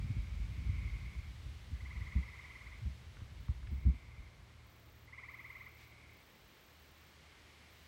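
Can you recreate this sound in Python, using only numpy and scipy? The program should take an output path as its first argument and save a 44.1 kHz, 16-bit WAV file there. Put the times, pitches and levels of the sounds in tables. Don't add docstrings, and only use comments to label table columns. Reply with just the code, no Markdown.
import sys
import numpy as np
from scipy import signal
from scipy.fft import rfft, irfft
from scipy.io import wavfile

SR = 44100
rng = np.random.default_rng(int(sys.argv[2]) if len(sys.argv) > 2 else 0)


def master_out(mix):
    frames = np.transpose(np.atleast_2d(mix))
    ceiling = np.clip(frames, -1, 1)
    pcm = np.round(ceiling * 32767).astype(np.int16)
    wavfile.write(sys.argv[1], SR, pcm)


N = 347067
TIME = np.arange(N) / SR


def from_db(db):
    return 10 ** (np.asarray(db) / 20)


def unit(x):
    return x / np.sqrt(np.mean(x ** 2) + 1e-20)


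def response(spectrum, hz):
    f, db = np.transpose(spectrum)
    return from_db(np.interp(np.log(hz + 1), np.log(f + 1), db))


def envelope(curve):
    return from_db(np.interp(TIME, *np.transpose(curve)))


def add(mix, s, sound):
    start = round(s * SR)
    sound = sound[max(-start, 0):]
    part = mix[max(start, 0):][:len(sound)]
    part += sound[:len(part)]


def noise(spectrum):
    return unit(irfft(rfft(rng.standard_normal(N)) * response(spectrum, np.fft.rfftfreq(N, 1 / SR)), N))


def drift(per_s):
    return unit(np.interp(TIME * per_s, np.arange(2000), rng.standard_normal(2000)))


# f/Hz, level/dB
VOCAL_SAC = [(700, -29), (950, -16), (1150, -10.5), (1350, -11.5), (1600, -22), (1850, -10), (2060, 4),
             (2200, -1), (2380, -8.5), (2700, -26.5), (3300, -28), (4500, -37)]

def chirp(pitch_hz, sweep_s, rise=.2, bend=.22, attack=.73, release=.95):
    t = np.arange(-SR // 32, SR // 32) / SR
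    u = t / sweep_s
    hz = pitch_hz * np.exp(np.clip(rise * u + bend * np.maximum(u, 0) ** 2, -.5, .5))
    cycles = np.cumsum(hz) / SR
    swell = np.exp(-np.where(u < 0, (u / attack) ** 2, abs(u / release) ** 5))
    sac_size = (1060 / pitch_hz) ** .28
    return swell * sum(response(VOCAL_SAC, k * hz * sac_size)
                       * np.sin(2 * np.pi * k * (cycles + rng.random())) for k in (1, 2, 3))


# f/Hz, level/dB
TREE_REFLECTION = [(1100, -1.5), (1400, -7.5), (1880, -8), (2100, -1.5), (2280, 4.5), (2600, 9), (3400, 1)]

def scatter(t60_s=.59, first_s=.007, taps_per_s=900):
    t = np.arange(SR // 2) / SR
    hz = np.fft.rfftfreq(len(t), 1 / SR)
    taps = rng.standard_normal(len(t)) * (rng.random(len(t)) < taps_per_s / SR) * (t > first_s)
    transfer = rfft(taps * from_db(-60 * t / t60_s)) * response(TREE_REFLECTION, hz)
    band_power = np.average(abs(transfer) ** 2, weights=response(VOCAL_SAC, hz) ** 3)
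    return irfft(transfer, len(t)) / np.sqrt(band_power)


def trill(first_s, last_s, count, db, swell_s, fade_db, slowing=.032, onset_db=-13, spread_db=.6):
    u = np.linspace(0, 1, round(count))
    age = (last_s - first_s) * (u - slowing * u * (1 - u))
    effort_db = onset_db * np.exp(-age / swell_s) + fade_db * u ** 4.5
    return zip(first_s + age, db + effort_db + spread_db * rng.standard_normal(len(u)))


# first chirp t/s, last chirp t/s, chirp count, relative level/dB, swell t/s,
# final fade level/dB, fundamental f/Hz, sweep t/s, scattered re direct level/dB
FROG_TRILLS = [(-0.16, 0.44, 14, -62, 0.037, -3, 1166, 0.016, 3),
               (0.483, 1.25, 18, -57.5, 0.08, -8, 1107, .02, 4),
               (1.756, 2.727, 19, -54, 0.056, -1.5, 1031, .021, -1.5),
               (3.67, 4.27, 12, -64, 0.071, -5, 1090, .018, 6.5),
               (5.084, 5.669, 12, -50.7, 0.036, -2, 1054, .019, -4),
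               (5.711, 6.158, 9, -62, .005, -2.5, 1135, .016, 0),
               (7.12, 7.76, 13, -69.5, 0.043, -4, 1100, .016, 6)]

def frogs(gain_db=4.5, jitter=.0079, sharpen_per_db=.0018, leaf_share=.46, echo_s=.02, echo_db=-18):
    out = np.zeros(N)
    for first_s, last_s, count, full_db, swell_s, fade_db, pitch_hz, sweep_s, wet_db in FROG_TRILLS:
        trunks = scatter()
        for s, db in trill(first_s, last_s, count, full_db, swell_s, fade_db):
            detune = sharpen_per_db * (db - full_db) + jitter * rng.standard_normal()
            call = chirp(pitch_hz * (1 + detune), sweep_s)
            path = from_db(wet_db) * (np.sqrt(1 - leaf_share) * trunks + np.sqrt(leaf_share) * scatter())
            path[0] += 1
            add(path, echo_s, from_db([echo_db]))
            gain = from_db(db + gain_db) / np.sqrt(1 + .7 * from_db(wet_db) ** 2)
            add(out, s - len(call) / SR / 2, gain * signal.fftconvolve(call, path))
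    return out


def chorus(pitch_hz=1100, per_s=500, level_db=-77, swell_db=1):
    calls = np.zeros(N)
    for ratio in (.97, 1, 1.04):
        onsets = rng.standard_normal(N) * (rng.random(N) < per_s / SR)
        calls += signal.oaconvolve(onsets, chirp(pitch_hz * ratio, sweep_s=.016), "same")
    return unit(calls) * from_db(level_db + swell_db * drift(2.4))


# t/s, level/dB
LEAF_ENVELOPE = [(0.0, -68), (2.58, -68), (3.9, -72.5), (4.9, -73), (6.66, -70.5), (7.87, -68.5)]
# f/Hz, level/dB
LEAF_SPECTRUM = [(300, -14), (900, -9.5), (1800, 0.5), (2900, -0.5), (4000, -3), (5500, -8), (7500, -13),
                 (10000, -18), (12500, -21), (16000, -21.5)]

def leaves(gain_db=4, flutter_db=.16, rustle_s=5.82, half_width_s=.045, rustle_db=-69):
    rustle = from_db(rustle_db) * np.exp(-((TIME - rustle_s) / half_width_s) ** 2)
    stir = np.hypot(envelope(LEAF_ENVELOPE), rustle)
    return noise(LEAF_SPECTRUM) * stir * from_db(gain_db + flutter_db * drift(10))


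# f/Hz, level/dB
AIR_SPECTRUM = [(20, -27), (35, -6.5), (60, -2), (100, -1), (150, -1), (210, -5), (330, -6.5), (480, -8.5),
                (750, -11), (1100, -10), (1800, -17.5), (2400, -18.5), (4000, -77)]

def open_air(level_db=-66, swell_db=.15):
    return noise(AIR_SPECTRUM) * from_db(level_db + swell_db * drift(11))


# start t/s, end t/s, harmonic order, level/dB
ENGINE_ORDERS = [(0, 6.3, 2, -66.5), (0, 6.25, 3, -66.5), (6.6, 8.1, 2, -67)]

def engine_hum(rotation_hz=38.15, fade_s=.17, flutter_db=.5):
    turns = np.cumsum(rotation_hz * (1 + .003 * drift(3))) / SR
    out = np.zeros(N)
    for start, end, order, db in ENGINE_ORDERS:
        swell = np.clip(np.minimum(TIME - start, end - TIME) / fade_s, 0, 1)
        out += from_db(db + flutter_db * drift(3.3)) * swell * np.sin(2 * np.pi * round(order) * turns)
    return np.sqrt(2) * out


# centre f/Hz, half-width f/Hz, level/dB
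WHINE_BANDS = [(8000, 79, -88.5), (11660, 27, -91.5)]
# t/s, level/dB
WHINE_ENVELOPE = [(0, -2), (2.8, -2), (3.8, -2.5), (5, -4), (6.2, -2), (7.87, -2)]

def whines():
    hz = np.fft.rfftfreq(N, 1 / SR)
    tones = np.zeros(N)
    for centre_hz, half_width_hz, db in WHINE_BANDS:
        band = rfft(rng.standard_normal(N)) / (1 + ((hz - centre_hz) / half_width_hz) ** 2)
        tones += from_db(db) * unit(irfft(band, N))
    return tones * envelope(WHINE_ENVELOPE)


# t/s, level/dB
WIND_ENVELOPE = [(0.0, -39.5), (0.37, -43), (0.72, -40.5), (1.49, -51.5), (2.05, -48.5), (2.5, -58),
                 (3.0, -54.5), (3.55, -50.5), (3.8, -41.5), (3.99, -55), (4.45, -59.5), (4.7, -68),
                 (5.5, -70), (6.4, -75), (7.87, -73)]
# f/Hz, level/dB
WIND_SPECTRUM = [(20, -29), (35, -16.5), (50, 4), (70, 1.5), (110, -5.5), (150, -14), (200, -19),
                 (280, -30), (380, -36.5), (600, -59), (1200, -85)]

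def wind(gain_db=1, lumps_db=1.5):
    return noise(WIND_SPECTRUM) * envelope(WIND_ENVELOPE) * from_db(gain_db + lumps_db * drift(21.96))


# onset t/s, relative level/dB, ring f/Hz, decay t/s
EDDIES = [(0.041, -27.5, 89, .011), (0.099, -28.5, 84, .014), (0.167, -29, 81, 0.0085),
          (0.577, -29.5, 69, 0.016), (.69, -30, 89.6, 0.013), (1.716, -31.5, 66.6, 0.016),
          (1.819, -35.5, 70, 0.021), (1.955, -31, 61.6, 0.019), (2.149, -25.5, 64.6, 0.029),
          (2.812, -39, 106, 0.044), (2.848, -30.5, 67.5, 0.032), (3.218, -35, 59, .0065),
          (3.488, -26.5, 64, 0.012), (3.709, -28.5, 65.4, 0.023), (3.846, -22, 62.8, 0.032),
          (4.18, -39.5, 51.7, 0.021)]

def buffets(rise=.29, sag=.4, sag_s=.0072, churn_db=-13.5, gain_db=2.5):
    swing, puff, t = np.zeros(N), np.zeros(N), np.arange(SR // 4) / SR
    median_db = np.median([row[1] for row in EDDIES])
    for s, db, hz, decay_s in EDDIES:
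        age = t / decay_s
        push = from_db(db + gain_db) * (1 - np.exp(-(age / rise) ** 2)) * np.exp(-.6 * age ** 1.46)
        cycles = np.cumsum(hz * (1 + sag * np.exp(-t / sag_s))) / SR
        add(swing, s, -push * np.sin(2 * np.pi * cycles))
        add(puff, s, push * from_db(.97 * (db - median_db)))
    churn = noise([(25, -16), (48, 7), (130, 1), (210, -4), (340, -21.5), (500, -44), (1000, -78)])
    return swing + from_db(churn_db) * puff * churn


# onset t/s, level/dB, resonance f/Hz
CASE_TICKS = [(3.169, -51, 1110), (3.203, -53, 1300), (3.484, -54, 945), (3.628, -53, 1300),
              (3.671, -50, 1880)]

def camera_ticks(decay_s=.0038, width_hz=900):
    out, t = np.zeros(N), np.arange(SR // 20) / SR
    for s, db, hz in CASE_TICKS:
        case = signal.iirpeak(hz, hz / width_hz, SR)
        ring = signal.lfilter(*case, signal.lfilter(*case, rng.standard_normal(len(t))))
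        add(out, s, from_db(db) * unit(ring) * np.exp(-t / decay_s))
    return out


# start t/s, end t/s, level/dB
CRICKET_PHRASES = [(3.39, 3.48, -77), (3.698, 3.85, -75), (4.63, 5.085, -71.5), (5.237, 5.962, -70),
                   (6.031, 7.21, -71.5), (7.689, 7.92, -71)]
# f/Hz, level/dB
WING_SPECTRUM = [(9000, -33), (11500, -7.5), (12500, -8), (13500, 1.5), (14800, -1), (15800, 3)]

def cricket(pairs_per_s=16.1, waver=.037, unevenness=.17, smear=.71, grain=.17, bounce_s=.0019):
    strokes = np.zeros(N)
    for start, end, db in CRICKET_PHRASES:
        t = np.arange(round((end - start) * SR)) / SR
        phase = 2 * np.pi * (pairs_per_s * t + waver * drift(8)[:len(t)])
        stroke = smear + np.clip(.7 - np.cos(2 * phase) - unevenness * np.cos(phase), 0, 1)
        add(strokes, start, from_db(db) * unit(stroke) * signal.windows.tukey(len(t), .22))
    buzz = strokes * noise(WING_SPECTRUM) * np.exp(grain * drift(240) - grain ** 2)
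    return buzz + .45 * np.roll(buzz, round(bounce_s * SR))


def scene():
    bed = chorus() + leaves() + open_air() + engine_hum() + whines()
    return (frogs() + bed + wind() + buffets() + camera_ticks() + cricket())[None]


def record(dry, low_hz=31, high_hz=15880):
    highpass = signal.butter(4, low_hz, "high", fs=SR, output="sos")
    lowpass = signal.firwin(1023, high_hz, window=("kaiser", 9), fs=SR)
    return signal.oaconvolve(signal.sosfilt(highpass, dry), lowpass[None], "same")


dry = scene()
out = record(dry)
master_out(out)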